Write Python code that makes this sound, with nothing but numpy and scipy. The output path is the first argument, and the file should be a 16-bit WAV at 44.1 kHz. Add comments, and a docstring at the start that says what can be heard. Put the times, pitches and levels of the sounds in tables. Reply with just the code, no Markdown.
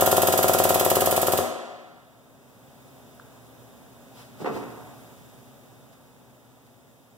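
"""An air-driven hydraulic pump hammers about 19 times a second in a large, hard-walled workshop, then stops.
Each stroke is noise shaped into puffs of exhaust air, plus a piston thump: a click rung through resonances.
Then come light ticks (mostly filtered clicks), brushing hands (swelling noise) and a heavy steel clunk (slices
of ringing noise), over a background of rumble, hiss and faint fan tones, low at first and louder after the pump.
Noise echoes give the hall; the stereo image is widened."""
import sys
import numpy as np
from scipy import signal
from scipy.fft import rfft, irfft, next_fast_len
from scipy.io import wavfile

SR = 44100
rng = np.random.default_rng(int(sys.argv[2]) if len(sys.argv) > 2 else 0)


def dump_mix(stems):
    """Bounce the given channels to the path in sys.argv[1] as a 16-bit WAV at rate SR."""
    frames = np.atleast_2d(stems).T  # one column per channel
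    limited = np.clip(frames, -1, 1)  # hard clip at full scale
    pcm = np.round(limited * 32767).astype(np.int16)
    wavfile.write(sys.argv[1], SR, pcm)


N = 316197

# colour of the piston thump: f/Hz, relative level/dB
THUMP_COLOUR = [(45, -35), (80, -11.5), (130, -15.5), (270, -16.5), (350, -5.5), (550, 0), (720, -4),
                (860, -14), (1250, -12), (1550, -32.5), (1800, -19), (2300, -39), (3000, -27), (6000, -41)]
# resonances of pump housing and press frame: f/Hz, width/Hz, lift/dB
PUMP_MODES = [(93.6, 6.7, 15.5), (114.7, 3.6, 5), (172.2, 8.6, 14), (231, 19, 10), (242, 6.2, 12.5),
              (304.6, 7.9, 11.5), (371, 20.4, 8.5), (416.1, 12, 9.5), (436, 9.3, 3), (514.4, 6, 6),
              (539.4, 29, 4.5), (620, 20, 1.5), (647, 9.4, 9.5), (760, 130, 5.5), (1020, 67, 6),
              (1388, 6.7, 15.5)]
# left-right balance of thump and rattle, low to the left: f/Hz, left over right/dB
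PUMP_BALANCE = [(95, 12), (180, 8.5), (400, 4), (750, 6), (1000, 4.5), (1400, -19), (1750, -16.5),
                (3000, -4.5)]
# phase by which low pump sound reaches the left side later: f/Hz, lag/rad
PUMP_LAG = [(100, 0.69), (400, 0.17), (1000, 0.078), (2000, 0.11)]
# colour of the valve's first thin jet: f/Hz, relative density/dB per Hz
JET_COLOUR = [(3000, -16.5), (7000, -15.5), (11500, -7), (12900, 5.5), (14500, -6.5), (16000, -7)]
# colour of the main exhaust: f/Hz, relative density/dB per Hz
EXHAUST_COLOUR = [(700, -23.5), (1500, -1), (2400, 0), (2950, -2), (3350, -2.4), (3850, -1), (5200, -3.5),
                  (7300, 1.5), (10500, 2), (16000, 1)]
# ring of the exhaust port, a single row: f/Hz, width/Hz, lift/dB
EXHAUST_PORT = (3350, 100, 3.9)
# blows of heavy steel shifting: t/s, relative level/dB, ring t60/s, lowest f/Hz, brightness f/Hz
CLUNK_BLOWS = [(4.402, -37.5, 0.15, 130, 603), (4.414, -24.5, 0.13, 150, 230),
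               (4.444, -28.5, 0.077, 350, 3500), (4.457, -26, 0.18, 448, 4500),
               (4.471, -24.5, 0.14, 322, 990), (4.489, -31.5, 0.72, 140, 350),
               (4.562, -32.5, 0.14, 200, 1500), (4.627, -35, 0.14, 600, 1800)]
# colour of the clunk: f/Hz, relative density/dB per Hz
CLUNK_COLOUR = [(50, -31), (110, -3), (200, 4), (400, 2.5), (650, -5.5), (950, -7.5), (1300, -9),
                (1650, -15.5), (2100, -13.5), (2900, -22.5), (4200, -26), (8000, -34)]
# resonances of the knocked steel: f/Hz, width/Hz, lift/dB
CLUNK_MODES = [(208, 33, 1), (317, 38, 4), (361, 17, 3), (440, 49, 7), (736, 25, 6), (877, 31, 8),
               (1060, 33, 8.5), (2680, 68, 8.5)]
# light touches on the work: t/s, relative level/dB
TICK_TOUCHES = [(3.1978, -15), (3.345, -35), (4.775, -30)]
# colour of a tick: f/Hz, relative level/dB
TICK_COLOUR = [(300, -32), (800, -10), (1150, 6), (1600, 10.5), (2100, -28), (4000, -12), (10000, -30)]
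# hand and sleeve brushing, and one very faint tick at the end: t/s, width/s, level/dB
SOFT_CONTACTS = [(4.198, 0.037, -51), (4.3, 0.044, -71), (4.42, 0.023, -50), (4.562, 0.029, -47.5),
                 (5.02, 0.097, -67), (5.935, .008, -60), (6.668, 0.0054, -65)]
# colour of these soft contacts: f/Hz, relative density/dB per Hz
SOFT_CONTACT_COLOUR = [(1200, 2.5), (2600, 0), (5200, -1.5), (7000, -7), (15000, -7.5)]
# background level, low as the pump stops, then rising, later falling:
# t/s, relative rumble level/dB, relative hiss level/dB
BACKGROUND_LEVEL = [(1.4, -64.5, -67.5), (2.3, -54.5, -62.5), (2.9, -51, -58), (4.3, -50.5, -58),
                    (4.6, -45.5, -54.5), (5.1, -50, -56), (6.1, -54, -61.5), (7.17, -57, -63.5)]
# colour of the low rumble: f/Hz, relative density/dB per Hz
RUMBLE_COLOUR = [(25, -28), (50, -13.5), (90, -8), (115, 2.5), (185, -0.5), (240, -1.5), (340, -3),
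                 (620, -2), (1000, -10), (1500, -14), (2500, -22.5), (5000, -39)]
# colour of the hiss: f/Hz, relative density/dB per Hz
HISS_COLOUR = [(900, -28), (2000, 5.5), (3000, 3.5), (3600, 6), (4200, 1.5), (6000, 4), (7300, 2),
               (8200, 3), (10700, 0.5), (12000, 1), (13700, 6.5), (15800, 4.5)]
# fan resonances, two in the rumble and the rest in the hiss: f/Hz, width/Hz, lift/dB
FAN_MODES = [(115.7, 22, 5.5), (236.5, 7.2, 10.5), (3660, 99, 5), (7280, 41, 9), (10030, 50, 11.5),
             (10750, 93, 9)]
# steady tones of the fan and its motor: f/Hz, level against the rumble level/dB
FAN_TONES = [(70, -22), (118.4, -18), (132.3, -14), (264.6, -11), (397, -19)]
# decay of the hall: f/Hz, t60/s
HALL_T60 = [(80, 0.38), (210, 1.56), (420, 1.01), (700, 1.44), (1500, 1.45), (3500, 1.32), (7000, 0.77),
            (10500, 0.49), (15000, 0.32)]
# loudness of the hall: f/Hz, echo level/dB
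HALL_LEVEL = [(90, -15), (250, -0.5), (420, -4.5), (700, -1.5), (1300, 1), (3300, -1.5), (7000, -2),
              (14000, -6)]
# left-right likeness of diffuse sound: f/Hz, correlation
LIKENESS = [(60, 0.22), (250, 0.43), (700, 0.67), (1200, 0.056), (2000, 0.048)]
# part of the opposite channel subtracted from each channel: f/Hz, share
WIDENING = [(100, 0.085), (500, 0.25), (1000, 0.59), (2200, 0.88), (4400, 0.52), (8000, 0.56), (15000, 0.2)]

LEAD = SR  # samples: the pump is already running a second before the start
SIZE = next_fast_len(N + 3 * SR)
TIME = (np.arange(SIZE) - LEAD) / SR  # s
HZ = np.maximum(np.arange(SIZE // 2 + 1) * SR / SIZE, 1)
WIDENING_LAG_S, LEFT_LAG_S, CUTOFF_HZ = .000459, .00003, 15750
# the pump beats evenly and weakens as the load builds
FIRST_STROKE_S, STROKE_PERIOD_S, LAST_STROKE_S = .0236, .0525, 1.3886
BEAT_JITTER_S = .00015
THUMP_DB, THUMP_SAG_DB_PER_S, THUMP_SCATTER_DB = 22.5, 1.9, 0.84
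# the air supply holds for a while, then its pressure sags
AIR_HOLD_S, AIR_SAG_DB_PER_S, AIR_SCATTER_DB = 0.73, 4.5, 0.38


def from_db(db):
    """Decibels to gain."""
    return 10 ** (np.asarray(db) / 20)


def rms_one(x):
    """Scale to unit rms."""
    return x / np.sqrt(np.mean(x ** 2) + 1e-20)


def at_hz(points, hz=HZ):
    """Read a table on a log-frequency axis."""
    f, value = np.transpose(points)
    return np.interp(np.log(hz), np.log(f), value)


def filtered(x, response):
    """Pass a signal through a frequency response."""
    return irfft(rfft(x, SIZE) * response, SIZE)


def body(colour, modes=()):
    """Causal (minimum-phase) response of a broad colour with ringing resonances on top."""
    cepstrum = irfft(np.log(from_db(at_hz(colour))), SIZE)
    # folding the cepstrum onto positive time makes the response causal
    response = np.exp(rfft(2 * cepstrum[:SIZE // 2], SIZE) - cepstrum[0])
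    for hz, width, lift_db in modes:
        resonance = 1 / (1 + 1j * (HZ ** 2 - hz ** 2) / (HZ * width))
        response = response * (1 + (from_db(lift_db) - 1) * resonance)
    return response


def pan(left_db):
    """Gains of the two channels for a left-over-right level difference."""
    return from_db(np.array([[.5], [-.5]]) * left_db)


def diffuse(response=1):
    """Stereo noise of unit rms whose channels are alike by the likeness table, least in the treble."""
    mid, side = rfft(rng.standard_normal((2, SIZE)))
    alike = np.clip(at_hz(LIKENESS), -1, 1)
    common = np.sqrt(1 + alike) * mid
    opposed = np.sqrt(1 - alike) * side * [[1], [-1]]
    return rms_one(irfft((common + opposed) * response, SIZE))


def clicks(times, level_db):
    """One impulse for each contact."""
    out = np.zeros(SIZE)
    out[np.round(np.asarray(times) * SR).astype(int) + LEAD] = from_db(level_db)
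    return out


def hall(x, gap_s=0.0057):
    """Dense noise echoes after a short gap, each band dying at its own rate."""
    size = 3 * SR // 2
    t = np.arange(size) / SR
    hz = np.maximum(np.arange(size // 2 + 1) * SR / size, 1)
    noise, echoes = rfft(diffuse()[:, :size]), 0
    centres = np.array(HALL_T60)[:, 0]
    # each band peaks at one row and fades out at its neighbours
    for (_, t60), share in zip(HALL_T60, np.eye(len(HALL_T60))):
        band = at_hz(np.c_[centres, share], hz)
        decay = from_db(-60 * t / t60) * (t > gap_s)
        echoes = echoes + irfft(noise * band, size) * decay / np.linalg.norm(decay)
    return filtered(x, rfft(echoes, SIZE) * from_db(at_hz(HALL_LEVEL)))


def shop():
    """Ventilation rumble and hiss as coloured noise with faint fan sines, following the background level."""
    s, rumble_db, hiss_db = np.transpose(BACKGROUND_LEVEL)
    hum = 0
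    for hz, level_db in FAN_TONES:
        tone = np.sin(2 * np.pi * (hz * TIME + rng.random()))
        hum = hum + from_db(level_db) * np.sqrt(2) * tone
    air_noise = from_db(-0.66) * diffuse(body(RUMBLE_COLOUR, FAN_MODES[:2]))
    rumble = from_db(np.interp(TIME, s, rumble_db)) * (air_noise + hum)
    hiss = from_db(np.interp(TIME, s, hiss_db)) * diffuse(body(HISS_COLOUR, FAN_MODES[2:]))
    return rumble + hiss * pan(-1.2)


def handling():
    """Ticks of the work as filtered clicks; brushes and a last faint tick as bell-shaped swells of noise."""
    ticks = filtered(clicks(*np.transpose(TICK_TOUCHES)), body(TICK_COLOUR) * from_db(-2))
    swells = 0
    for s, width, level_db in SOFT_CONTACTS:
        swells = swells + from_db(level_db) * np.exp(-.5 * ((TIME - s) / width) ** 2)
    return ticks * pan(1.0) + swells * diffuse(body(SOFT_CONTACT_COLOUR))


def clunk():
    """Heavy steel knocks and settles; each blow wakes the crowded modes of the frame."""
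    ring = diffuse(body(CLUNK_COLOUR, CLUNK_MODES))
    out = np.zeros((2, SIZE))
    size = SR // 3
    t = np.arange(size) / SR
    attack = 1 - np.exp(-t / 0.00095)
    for k, (s, level_db, t60, low_hz, bright_hz) in enumerate(CLUNK_BLOWS):
        # a fresh slice of ringing noise for every blow
        blow = ring[:, k * size:(k + 1) * size] * from_db(level_db - 60 * t / t60) * attack
        # a soft contact is dull, a glancing one has little bass
        soft = signal.butter(1, min(bright_hz, SR / 3), fs=SR, output="sos")
        thin = signal.butter(2, low_hz, "high", fs=SR, output="sos")
        start = round(s * SR) + LEAD
        out[:, start:start + size] += signal.sosfilt(np.vstack([soft, thin]), blow)
    return out * pan(-0.79) * from_db(4.5)


def beat():
    """Time, thump dB and exhaust dB of every stroke: a steady beat, slowly weakening, no two quite alike."""
    strokes_in_lead = LEAD / SR // STROKE_PERIOD_S
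    first = FIRST_STROKE_S - STROKE_PERIOD_S * strokes_in_lead
    times = np.arange(first, LAST_STROKE_S + STROKE_PERIOD_S / 2, STROKE_PERIOD_S)
    late, harder, fuller = rng.standard_normal((len(times), 3)).T
    thump_db = THUMP_DB - THUMP_SAG_DB_PER_S * np.maximum(times, 0) + THUMP_SCATTER_DB * harder
    air_db = AIR_SCATTER_DB * fuller - AIR_SAG_DB_PER_S * np.maximum(times - AIR_HOLD_S, 0)
    return times + BEAT_JITTER_S * late, thump_db, air_db


def puffs(train, early_s, rise_s, fall_s):
    """Air-flow envelope: opens ahead of each thump, swells, then drains; unit rms while the pump runs."""
    t = np.arange(SR // 8) / SR
    shape = np.clip(t / rise_s, 0, 1) * np.exp(-np.maximum(t - rise_s, 0) / fall_s)
    flow = np.interp(TIME + early_s, TIME, signal.fftconvolve(train, shape)[:SIZE])
    running = (TIME > 0) & (TIME < LAST_STROKE_S)
    return flow / np.sqrt(np.mean(flow[running] ** 2))


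def pump():
    """The valve spits, the spent air blows out, and the piston hits its stop."""
    times, thump_db, air_db = beat()
    thump = filtered(clicks(times, thump_db), body(THUMP_COLOUR, PUMP_MODES))
    # a nearby hard surface returns each thump once
    thump = thump + from_db(-13.5) * np.interp(TIME - .0054, TIME, thump)
    valve = clicks(times, air_db)
    jet_flow = from_db(-31.0) * puffs(valve, early_s=0.018, rise_s=0.0035, fall_s=0.0069)
    jet = jet_flow * diffuse(body(JET_COLOUR))
    exhaust_flow = from_db(-28) * puffs(valve, early_s=0.0148, rise_s=0.0015, fall_s=0.019)
    exhaust = exhaust_flow * diffuse(body(EXHAUST_COLOUR, [EXHAUST_PORT]))
    # loose parts rattle a little differently after every stroke
    shaking = from_db(-38.5) * puffs(valve, early_s=0.00082, rise_s=0.0011, fall_s=0.05)
    rattle = shaking * diffuse(body(THUMP_COLOUR))
    side_phase = at_hz(PUMP_LAG) * np.array([[-.5], [.5]])
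    placing = pan(at_hz(PUMP_BALANCE)) * np.exp(1j * side_phase)
    return filtered(thump + rattle, placing) + jet * pan(-7.0) + exhaust * pan(-0.48)


def scene():
    """Pump, steel and hands in the hall, over the background."""
    background, hands, steel, strokes = shop(), handling(), clunk(), pump()
    echoes = hall(strokes + from_db(-2.5) * steel + from_db(-4.0) * hands)
    return (strokes + steel + hands + echoes + background)[:, LEAD:LEAD + N]


def record(dry):
    """The image is widened by subtracting a delayed copy of the opposite channel; the top is cut."""
    crossfeed = np.clip(at_hz(WIDENING), 0, 1) * np.exp(-2j * np.pi * HZ * WIDENING_LAG_S)
    wide = dry - filtered(dry[::-1], crossfeed)[:, :N]
    lag = np.exp(-2j * np.pi * HZ * np.array([[LEFT_LAG_S], [0]]))
    top_cut = 1 / np.sqrt(1 + (HZ / CUTOFF_HZ) ** 300)
    return filtered(wide, lag * top_cut)[:, :N]


dry = scene()
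out = record(dry)
dump_mix(out)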